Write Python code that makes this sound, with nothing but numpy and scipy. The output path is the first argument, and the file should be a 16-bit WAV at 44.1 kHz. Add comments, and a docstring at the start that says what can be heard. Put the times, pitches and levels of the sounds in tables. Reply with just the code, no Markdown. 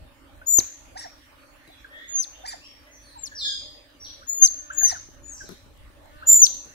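"""Water trickles over a low hum; then, at the concrete pool edge, an otter whistles a high chirp that
plunges at the end. More chirps follow, with arched squeaks that flip register, short yips and faint
nasal-sounding whines. Paws pad on the wet stone and birds call farther off. A two-port microphone
stands close to the otters, and the walls of the enclosure ring briefly around it."""
import sys
import numpy as np
from scipy import signal
from scipy.fft import rfft, irfft
from scipy.io import wavfile
from scipy.ndimage import uniform_filter1d, minimum_filter1d

SR = 44100
rng = np.random.default_rng(int(sys.argv[2]) if len(sys.argv) > 2 else 0)


def generate_wav(sig):
    """Save sig (samples, or channels by samples) to the path in sys.argv[1] as 16-bit PCM at SR."""
    pcm = np.round(np.clip(np.atleast_2d(sig).T, -1, 1) * 32767).astype(np.int16)
    wavfile.write(sys.argv[1], SR, pcm)


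N = 297234
EDGE_HZ = 15750  # top of the band


def amp(db):
    """Decibels to gain."""
    return 10 ** (np.asarray(db) / 20)


def unit(x):
    """Scales to rms 1."""
    return x / np.sqrt(np.mean(x ** 2) + 1e-20)


def ramp(x):
    """Holds a share between 0 and 1."""
    return np.clip(x, 0, 1)


def blend(a, b, share):
    """Moves from a to b as the share goes from 0 to 1."""
    return a + (b - a) * ramp(share)


def stages(*lengths):
    """Time through a call, and the progress 0-1 of each of its stages in turn."""
    t = np.arange(0, sum(lengths), 1 / SR)
    return t, [ramp((t - end) / length + 1) for end, length in zip(np.cumsum(lengths), lengths)]


def bins(count):
    """Frequencies of a spectrum of count samples."""
    return np.fft.rfftfreq(count, 1 / SR)


def read(points, hz):
    """Reads a spectrum on a log-frequency axis."""
    f, value = np.transpose(points)
    return np.interp(np.log(hz + 1), np.log(f), value)


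def coloured(x, spectrum):
    """Filters a sound by a table of f/Hz, gain/dB."""
    return irfft(rfft(x) * amp(read(spectrum, bins(len(x)))), len(x))


def add(mix, s, sound):
    """Lays a sound into the mix at time s."""
    part = mix[..., max(round(s * SR), 0):][..., :sound.shape[-1]]
    part += sound[..., :part.shape[-1]]


def wobble(count, hz):
    """Smooth random motion of rms 1, up to about hz."""
    noise = rfft(rng.standard_normal(count + 8192))
    return unit(irfft(noise / (1 + (bins(count + 8192) / hz) ** 4)))[:count]


def phase(hz):
    """Running phase of a pitch curve."""
    return 2 * np.pi * np.cumsum(hz) / SR


def faded(x):
    """Softens both ends of a call."""
    return x * signal.windows.tukey(len(x), min(1, 180 / len(x)))


def slur(length, start_hz, end_hz, level_db, octave_db, jitter):
    """One short note that glides unsteadily between two pitches."""
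    count = int(length * SR)
    turn = phase(np.geomspace(start_hz, end_hz, count) * (1 + jitter * wobble(count, 450)))
    tone = np.sin(turn) + amp(octave_db) * np.sin(2 * turn)
    return np.sqrt(2) * amp(level_db) * tone * signal.windows.tukey(count, .6)


def microphone(x, lag_s, pan_db):
    """The sound reaches the right port later than the left, and at another level."""
    late = irfft(rfft(x) * np.exp(-2j * np.pi * bins(len(x)) * lag_s), len(x))
    tilt = amp(pan_db)
    return np.array([x * tilt, late]) * np.sqrt(2 / (1 + tilt ** 2))


# Ring of the walls around the pool: f/Hz, t60/s
WALL_DECAY = [(200, 0.085), (1500, 0.19), (4000, 0.64), (7000, 0.5), (14000, 0.32)]
def enclosure(x, delay_s, build_s):
    """Sparse reflections set in after a delay, build up and die band by band."""
    t = np.arange(SR) / SR
    taps = rng.choice([-1., 1.], (2, SR)) * (rng.random((2, SR)) < .1)
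    taps *= ramp((t - delay_s) / build_s)
    hz, s, spectra = signal.stft(taps, SR, nperseg=256)
    decay = amp(-60 * s / read(WALL_DECAY, hz)[:, None])
    tail = signal.istft(spectra * decay, SR, nperseg=256)[1]
    tail /= np.linalg.norm(tail, axis=1, keepdims=True)
    return signal.fftconvolve(x[None], tail, axes=1)[:, :N]


# Water and rumble all around the microphone: f/Hz, relative density/dB
WASH_SPECTRUM = [(15, -35), (25, 3), (119, -7.5), (221, -20), (274, -8.5), (421, -25.5), (598, -12),
                 (722, -27), (804, -18), (945, -22), (1800, -21), (4150, -30), (4500, -32), (5880, -37),
                 (15500, -42)]
# Their slow swell: t/s, rumble/dB, hiss/dB
WASH_SWELL = [(0, -3, 0.5), (1.001, -3, 4), (2.5, -4.5, 2.5), (4.002, -2, 1.5), (4.999, 4, 1),
              (5.599, 2.5, 0.5), (6.1, 3, 2.5), (6.74, 3, 2.5)]
# How alike they are at the two ports: f/Hz, likeness/0-1
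PORT_LIKENESS = [(30, 1), (150, 0.1), (400, 0.7), (900, 0), (3000, 0), (15000, 0)]
# Their balance at the microphone: f/Hz, left-right/dB
WASH_BALANCE = [(30, -10), (70, 4), (150, -7), (500, 1), (1500, -4), (5000, -2), (15000, 3.5)]
def water_wash(level_db=-52.5, patch_db=3.8, rumble_hz=250):
    """A patchy hiss of water lies over a low rumble."""
    frames, hz = N // 512 + 5, bins(2048)
    left_re, left_im, apart_re, apart_im, patches = rng.standard_normal((frames, len(hz), 5)).T
    patches = unit(uniform_filter1d(uniform_filter1d(patches, 7, axis=1), 20, axis=0))
    likeness = read(PORT_LIKENESS, hz)[:, None]
    left = left_re + 1j * left_im
    right = likeness * left + np.sqrt(1 - likeness ** 2) * (apart_re + 1j * apart_im)
    spectra = np.array([left * amp(read(WASH_BALANCE, hz))[:, None], right])
    s, rumble_db, hiss_db = np.transpose(WASH_SWELL)
    t = np.arange(frames) * 512 / SR
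    low = 1 / (1 + (hz[:, None] / rumble_hz) ** 2)
    swell_db = blend(np.interp(t, s, hiss_db), np.interp(t, s, rumble_db), low)
    spectra *= amp(read(WASH_SPECTRUM, hz)[:, None] + swell_db + patch_db * patches * (1 - .35 * low))
    return amp(level_db) * unit(signal.istft(spectra, nperseg=2048, noverlap=1536)[1][:, :N])


# Steady, wavering narrow bands of low hum in the background: f/Hz, width/Hz, level/dB
HUM_BANDS = [(51.3, 5, -66), (285.6, 66, -66), (563, 24, -75.5), (1165, 110, -76.5), (1780, 110, -75)]
def low_hum():
    """Each narrow band wavers in level and phase about its centre."""
    hum = np.zeros(N)
    for hz, width, level_db in HUM_BANDS:
        turn = phase(np.full(N, hz))
        band = wobble(N, width / 2) * np.sin(turn) + wobble(N, width / 2) * np.cos(turn)
        hum += amp(level_db) * band
    return microphone(hum, lag_s=.0001, pan_db=-2.5)


def trickle(level_db=-75, drops_per_pitch=20, ring_cycles=4):
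    """Small drops ring briefly on the pool, scattered from left to right."""
    drops, t = np.zeros((2, N)), np.arange(1024) / SR
    for hz in np.geomspace(900, 12000, 16):
        when, softness, sides = rng.random((3, drops_per_pitch))
        drop = np.sin(2 * np.pi * hz * t) * np.exp(-t * hz / ring_cycles)
        for s, drop_db, side in zip(when * N / SR, -np.log(softness + .02), sides):
            add(drops, s, np.sqrt([[side], [1 - side]]) * amp(drop_db) * drop)
    return amp(level_db) * unit(drops)


# Partials of the loudest distant bird: f/Hz, gain/dB
CRY_SPECTRUM = [(1600, -11.5), (3200, 1), (5200, -4.5), (6400, -3), (8000, -23), (9600, -39), (11500, -36)]
# Its voice breaks into tones between the harmonics: t/s in the scene, gain of those tones/dB
CRY_SUBHARMONICS = [(3.426, -41), (3.452, 4.5), (3.48, 5), (3.53, 14)]
def bird_cry(at_s, length_s=.27, start_hz=5780, end_hz=3210, fall_s=.057, peak_s=.087):
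    """A falling whistle whose every second cycle weakens near the end, adding subharmonics."""
    t = np.arange(0, length_s, 1 / SR)
    hz = blend(end_hz, start_hz, np.exp(-(t / fall_s) ** 1.6))
    level_db = -30 - np.maximum(80 * (peak_s - t), 237 * (t - peak_s))  # swell and fade in dB/s
    attack = ramp(t / .0055)
    between = amp(np.interp(at_s + t, *np.transpose(CRY_SUBHARMONICS)))
    hoarse = np.clip((hz - 3200) / 600, .15, 1)  # hoarse while falling, steadier at the bottom
    turn = phase(hz * (1 + .034 * hoarse * wobble(len(hz), 400)))
    k = np.arange(1, 8)[:, None]
    weight = amp(read(CRY_SPECTRUM, k * hz / 2)) * np.where(k % 2, between, 1) * (k * hz / 2 < EDGE_HZ)
    tone = (weight * np.sin(k * turn / 2)).sum(0)
    return faded(np.sqrt(2) * amp(level_db) * attack * tone)


# Thin notes, mostly distant birds. The one at 0.988 s is a 5.6 kHz ring at the top of the first squeak,
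# the one at 6.384 s a brief 3.4 kHz undertone in the otter's last whistle:
# t/s, length/s, start f/Hz, end f/Hz, level/dB, roughness
THIN_NOTES = [(0.988, 0.029, 5580, 5530, -46, 0.11), (1.364, 0.12, 4414, 4470, -71.5, .05),
              (1.67, .031, 3940, 3930, -58.5, 0.03), (1.694, 0.094, 3600, 3190, -61.5, .2),
              (1.882, .21, 1792, 1960, -47.5, 0.57), (1.898, 0.21, 3240, 3630, -55.5, 0.37),
              (2.316, 0.055, 2670, 3390, -56.5, 0.5), (2.34, 0.066, 3620, 3560, -61.5, 0),
              (2.593, 0.095, 2330, 3640, -56.5, 0.11), (2.632, 0.049, 5280, 5630, -52, 0.23),
              (2.861, 0.036, 1890, 2096, -55.5, 0.1), (2.904, 0.073, 6620, 5570, -56, 0.2),
              (2.999, 0.13, 9800, 8800, -65, 0.16), (3.014, .13, 4700, 3780, -59.5, 0.29),
              (3.312, 0.0245, 1794, 1600, -44.5, .3), (3.991, 0.082, 5566, 5790, -45.5, 0.29),
              (4.036, 0.048, 5350, 3220, -48, 1.12), (5.26, 0.14, 8390, 6970, -55, 0.57),
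              (5.323, 0.088, 6850, 5270, -48, 0.86), (5.441, 0.066, 4350, 3604, -57.5, 0.77),
              (6.384, 0.012, 3460, 3260, -52, 0.97)]
def birds_and_thin_notes(cry_at_s=3.348):
    """Faint glides and one cry reach the microphone more by their reflections than directly."""
    calls = np.zeros(N)
    for s, *note, rough in THIN_NOTES:
        add(calls, s, slur(*note, octave_db=-22, jitter=.078 * rough))
    add(calls, cry_at_s, bird_cry(cry_at_s))
    direct = amp(-.5) * microphone(calls, lag_s=.00023, pan_db=-.5)
    return direct + amp(2.5) * enclosure(calls, delay_s=.0018, build_s=.026)


# Left of the microphone, a short low pop at the peak of the first chirp (0.587 s), then paws on
# wet stone: t/s, thud level/dB, thud t60/s, tick level/dB
THUDS = [(.587, -23, 0.027, -48), (1.677, -49, 0.061, -47), (3.949, -54, 0.1, -67.5),
         (5.088, -51, .054, -76), (5.439, -44.5, 0.075, -49), (5.491, -35.5, 0.13, -38.5),
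         (5.52, -37.5, 0.047, -49), (5.662, -48.5, 0.05, -66), (5.775, -65.5, 0.054, -52),
         (5.902, -56.5, .064, -62), (6.058, -65, .06, -52.5), (6.124, -56.5, .073, -61),
         (6.547, -55, .11, -45), (6.578, -66, 0.066, -51), (6.658, -52, 0.13, -46)]
# Colour of a thud: f/Hz, relative level/dB
THUD_SPECTRUM = [(30, -12), (90, 0), (220, 4.5), (400, 3), (600, -17), (1500, -16), (4000, -43),
                 (15000, -71.5)]
def pop_and_paws(knock_hz=340, knock_db=4):
    """Each is a soft knock and thud with a bright tick; under a paw the tick is water."""
    thuds, t = np.zeros(N), np.arange(8192) / SR
    knock = amp(knock_db) * np.sin(2 * np.pi * knock_hz * t) * np.exp(-t / .0013)
    for s, thud_db, t60, tick_db in THUDS:
        thud_noise, tick_noise = rng.standard_normal((2, len(t)))
        thud = 1.1 * unit(coloured(thud_noise, THUD_SPECTRUM)) * amp(-60 * t / t60)
        tick = tick_noise * np.exp(-t / .002)
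        add(thuds, s, amp(thud_db) * (thud + knock) + amp(tick_db) * tick)
    direct = microphone(thuds, lag_s=.00022, pan_db=13)
    return direct + amp(-2.5) * enclosure(thuds, delay_s=.0088, build_s=.0037)


# Another otter, faint at the microphone: t/s, length/s, top f/Hz, droop/Hz, level/dB, swell/dB
WHINE_CALLS = [(4.44, 0.38, 296.8, 1.8, -63, 23), (6.108, 0.31, 307.2, 18.3, -59, 1.5),
               (6.649, 0.085, 302, 9, -67.5, 0)]
# Strength of the whine's harmonics as heard: f/Hz, gain/dB
WHINE_SPECTRUM = [(300, -1.5), (600, 2.5), (900, -23.5), (1200, 4.5), (1500, 1), (1800, -0.5), (2100, -26),
                  (2450, -26.5), (2750, -3), (3100, -12.5), (4200, -20)]
def whines(edge_db=8, jitter=.00081):
    """A faint nasal-sounding buzz follows a shallow arch of pitch and softens at both ends."""
    calls, k = np.zeros(N), np.arange(1, 14)[:, None]
    for s, length, top_hz, droop_hz, level_db, swell_db in WHINE_CALLS:
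        along = np.linspace(-1, 1, int(length * SR))
        hz = top_hz - droop_hz * along ** 2
        envelope = amp(level_db + swell_db * along / 2 - edge_db * along ** 8)
        turn = phase(hz * (1 + jitter * wobble(len(hz), 40)))
        harmonics = np.sin(k * turn + 2 * np.pi * rng.random(k.shape))
        buzz = (amp(read(WHINE_SPECTRUM, k * hz)) * harmonics).sum(0)
        add(calls, s, faded(envelope * buzz))
    return calls


# Yips close by, most just before or after a whistle: t/s, length/s, start f/Hz, end f/Hz, level/dB
YIP_CALLS = [(.413, .016, 1325, 1640, -44.5), (0.602, 0.008, 3010, 1400, -41.5),
             (1.691, 0.025, 564, 950, -52), (1.843, 0.014, 1800, 1390, -40.5),
             (2.248, 0.0177, 2320, 1220, -56), (3.15, 0.04, 1060, 808, -44), (4.21, 0.032, 1006, 1730, -50),
             (4.699, .017, 1220, 1800, -31), (4.809, 0.017, 1810, 1476, -33.5),
             (4.836, .04, 1434, 2040, -47), (4.937, 0.04, 2030, 1220, -40.5),
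             (5.403, 0.024, 1700, 1480, -39.5), (6.22, 0.023, 1165, 1745, -38.5),
             (6.335, 0.0096, 1026, 1000, -34)]
def yips():
    """Each yip is one short, low, slightly rough glide."""
    calls = np.zeros(N)
    for s, *note in YIP_CALLS:
        add(calls, s, slur(*note, octave_db=-24.5, jitter=.01936))
    return calls


# An otter's throat and mouth in a squeak: f/Hz, relative gain/dB
THROAT_RESPONSE = [(500, -6), (780, 6.5), (1150, -19.5), (1800, 1.5), (2300, -17), (2900, -24.5),
                   (4300, -6), (5400, 1), (6400, 0), (8500, -10), (9600, -3.5), (11000, -10.5),
                   (15000, -46)]
# The hoarse air in it: f/Hz, relative level/dB
RASP_SPECTRUM = [(800, -27), (1900, 13.5), (2700, -29), (3500, 4), (4300, 0), (5600, 3), (7000, 2),
                 (8200, -62), (10000, -14.5), (12500, -19), (15000, -29)]
def squeak_voice(hz, level_db, rough, jitter=.107, rasp_db=1):
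    """Harmonics sweep through the throat; roughness trades them for hoarse air."""
    count, k = len(hz), np.arange(1, 13)[:, None]
    rough = ramp(rough)
    turn = phase(hz * (1 + jitter * rough * wobble(count, 600)))
    press = ramp((hz - 800) / 900)  # higher pitch is pressed harder, so it is brighter
    slope_db = 3.6 - 2.6 * press
    weight = amp(read(THROAT_RESPONSE, k * hz) - slope_db * k) * (k * hz < EDGE_HZ)
    weight /= np.sqrt((weight ** 2).sum(0) / 2)
    tone = np.sqrt(1 - rough ** 2) * (weight * np.sin(k * turn)).sum(0)
    rasp = unit(coloured(rng.standard_normal(count), RASP_SPECTRUM))
    rasp *= amp(rasp_db) * press * (.12 + rough)
    return faded(amp(level_db) * (tone + rasp))


def squeak(rise_s, top_s, fall_s, top_hz, rise_db, top_db, fall_db, top_rough, jump_s=.00393, dip_db=8.5):
    """The low voice climbs and roughens, flips to the high register, then drops back and clears."""
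    t, (rise, top, fall) = stages(rise_s, top_s, fall_s)
    up, down = (t - rise_s) / jump_s, (t - rise_s - top_s) / jump_s
    arch, near_top = (2 * top - 1) ** 2, (1 - fall) ** 2

    def registers(before, during, after):
        """One value for each of the three stages, joined at the jumps."""
        return blend(blend(before, during, up), after, down)

    rise_hz, fall_hz = blend(726, 1395, rise ** 2.6), blend(643.3, 1950, near_top)
    hz = registers(rise_hz, top_hz * (1 - .0694 * arch), fall_hz)
    # the voice is weak next to each jump
    level_db = registers(rise_db - dip_db * rise ** 4, top_db - dip_db * arch, fall_db - dip_db * near_top)
    edges_db = 31 * np.exp(-np.minimum(t, t[-1] - t) / .0043)
    rough = registers(.49 * rise, top_rough, blend(.1, 1, near_top))
    flutter_db = 3 * rough * wobble(len(t), hz=135)  # the rough voice is broken and uneven
    return squeak_voice(hz, level_db - edges_db + flutter_db, rough)


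# Squeaks close by: t/s, rise/s, top/s, fall/s, top f/Hz,
# rise level/dB, top level/dB, fall level/dB, roughness of the top/0-1
SQUEAK_CALLS = [(.951, .034, 0.022, .071, 2790, -35, -37.5, -38.5, 0.16),
                (2.433, 0.039, 0.035, 0.047, 2422, -36, -32.5, -35.5, 0.06),
                (4.819, 0.048, .025, 0.049, 3040, -33.5, -28.5, -31.5, 0)]
def squeaks():
    """Short arched cries at the pool edge."""
    calls = np.zeros(N)
    for s, *shape in SQUEAK_CALLS:
        add(calls, s, squeak(*shape))
    return calls


# What an otter's mouth lets out of a whistle: f/Hz, gain/dB
MOUTH_RESPONSE = [(1200, 21.5), (1800, 2.5), (2700, 19), (3700, 7.5), (8000, 4), (9000, 7), (15000, 1)]
def whistle_voice(hz, level_db, octave_db, flutter_db=2.58):
    """A nearly pure tone with its octave: a subharmonic shows at the top, and the plunge turns rough."""
    count = len(hz)
    slack, strain = ramp((6200 - hz) / 2000), ramp((hz - 6850) / 150)
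    jitter = .00072 + .07 * slack
    turn = phase(hz * (1 + jitter * wobble(count, 680)))
    tone = amp(read(MOUTH_RESPONSE, hz)) * np.sin(turn)
    subharmonic = amp(-37) * strain * np.sin(turn / 2)
    fuzz = 1 + .05 * wobble(count, 1500)
    octave = amp(octave_db + read(MOUTH_RESPONSE, 2 * hz)) * np.sin(2 * turn) * fuzz
    air = (amp(-58) + amp(-19) * slack) * rng.standard_normal(count)
    envelope = np.sqrt(2) * amp(level_db + flutter_db * wobble(count, 110))
    return faded(envelope * (tone + subharmonic + octave + air))


SCOOP_HZ, SCOOP_S, CLIMB_HZ_PER_S, PLUNGE_END_HZ = 268.6, .012, 1100, 3768
FLARE_HZ, FLARE_WIDTH_HZ, FLARE_DB = 3850, 350, 10  # a loud plunge flares at a resonance of the mouth
SWAY_HZ, SWAY_DB = 6, 4.5  # the held tone sways in level, and a little between the ports
def chirp(hold_s, slide_s, plunge_s, crest_s, top_hz, sag_hz, break_hz,
          hold_db, swell_db, arch_db, slide_db, plunge_db, octave_db, pan_db):
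    """A whistle scoops up, sags, slides down with a push and plunges: the voice and its balance."""
    t, (hold, slide, plunge) = stages(hold_s, slide_s, plunge_s)
    hz = top_hz - SCOOP_HZ * np.exp(-t / SCOOP_S) - CLIMB_HZ_PER_S * np.maximum(crest_s - t, 0)
    hz -= sag_hz * ramp((t - crest_s) / (hold_s - crest_s)) ** 1.6
    hz = blend(hz, break_hz, slide ** .5)  # the slide starts steeply
    hz *= (PLUNGE_END_HZ / break_hz) ** plunge
    pushed, spent = slide / .24, plunge / .36  # each stage reaches its own level early
    level_db = hold_db + swell_db * (hold - .5) - arch_db * (2 * hold - 1) ** 2
    level_db += SWAY_DB * wobble(len(t), SWAY_HZ)
    level_db = blend(level_db, slide_db - 7 * slide ** 2, pushed)
    level_db = blend(level_db, plunge_db - 14 * plunge ** 8, spent)
    loudness = ramp((hold_db + 24.5) / 8.5)
    level_db += FLARE_DB * loudness * np.exp(-((hz - FLARE_HZ) / FLARE_WIDTH_HZ) ** 2)
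    level_db -= 30 * np.exp(-(t / .012) ** 2)  # soft attack
    level_db -= 3.5 * np.exp(-((t - hold_s) / .004) ** 2)  # the voice catches as the slide begins
    octave_db = blend(blend(octave_db, -25.5, pushed), -9, spent)  # pure slide, bright plunge
    balance_db = blend(pan_db - .5 * wobble(len(t), SWAY_HZ), 5.5, pushed)
    return whistle_voice(hz, level_db, octave_db), balance_db


# Chirps on the pool edge, close to the microphone; levels are before the mouth's gain:
# start t/s, slide t/s, plunge t/s, end t/s, time to the crest/s, top f/Hz, sag/Hz, break f/Hz,
# hold level/dB, swell/dB, arch/dB, slide level/dB, plunge level/dB, octave/dB,
# left-right/dB, lag of the right port/s
CHIRP_CALLS = [(0.46, 0.584, .594, .605, 0.057, 7060, 128.8, 5990, -19.5, -3.5, 4.5, -13.5, -34, -11, 9.5, .00049),
               (2.068, 2.169, 2.224, 2.248, 0.0077, 6900, 400, 6115, -38.5, 19, -2, -25.5, -39, -32, -6, .000518),
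               (3.176, 3.233, 3.252, 3.285, 0.023, 7580, 367, 6410, -47, -17, -15, -33, -44.5, -31, 15, 0.00038),
               (4.268, 4.412, 4.461, 4.483, 0.025, 6915, 168.7, 6234, -32, 2, -8.5, -10.5, -41, -16, 7.5, .000512),
               (4.715, 4.762, 4.775, 4.797, 0.017, 7160, 199, 6220, -43.5, 6, -3, -39, -54, -22, 9, .00052),
               (4.763, 4.827, 4.881, 4.903, 0.0047, 6810, 133.5, 6100, -23, 0, 8.5, -18, -50, -11, 8.5, .000405),
               (4.859, 4.892, 4.906, 4.933, 0.0037, 6340, 200, 5720, -33.5, 6, 9, -23.5, -46.5, -31, -10, 0.000463),
               (5.22, 5.316, 5.355, 5.385, 0.056, 6930, 299, 6360, -44.5, 6, 3.5, -44, -70.5, -31.5, 11, .00047),
               (6.258, 6.416, 6.448, 6.472, 0.072, 7160, 270.2, 5934, -16.5, 12, 12.5, -11.5, -34.5, -10.5, -0.5, 0.0004)]
def chirps():
    """Each chirp arrives from its own direction: the sound at the ports, and the bare voices."""
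    direct, voices = np.zeros((2, N)), np.zeros(N)
    for s, slide_at, plunge_at, end, *shape, lag_s in CHIRP_CALLS:
        voice, pan_db = chirp(slide_at - s, plunge_at - slide_at, end - plunge_at, *shape)
        add(direct, s, microphone(voice, lag_s, pan_db))
        add(voices, s, voice)
    return direct, voices


# How strongly the otters' calls carry from the pool edge to the walls: f/Hz, gain/dB
CARRY_TO_WALLS = [(300, -5.5), (1500, -2), (3000, -0.5), (5000, -5.5), (7000, -5.5), (9000, -11.5),
                  (13000, -2.5)]
def otters():
    """The calls reach the close microphone first, then come back from the walls."""
    direct, whistles = chirps()
    low_calls = squeaks() + whines() + yips()
    direct += microphone(low_calls, lag_s=.0004803, pan_db=-1)
    outward = coloured(amp(-11.5) * whistles + amp(-4) * low_calls, CARRY_TO_WALLS)
    return direct + enclosure(outward, delay_s=.0049, build_s=.00059)


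def scene():
    """Everything the microphone hears from the pool edge."""
    return otters() + birds_and_thin_notes() + pop_and_paws() + water_wash() + low_hum() + trickle()


def record(dry, ceiling=.97):
    """A fast limiter holds the loudest whistles under full scale; then the band limit."""
    allowed = ceiling / np.maximum(abs(dry).max(0), ceiling)
    gain = uniform_filter1d(minimum_filter1d(allowed, size=129), size=129)
    lowpass = signal.firwin(511, EDGE_HZ, window=("kaiser", 9), fs=SR)
    return signal.oaconvolve(dry * gain, lowpass[None], "same")


dry = scene()
out = record(dry)
generate_wav(out)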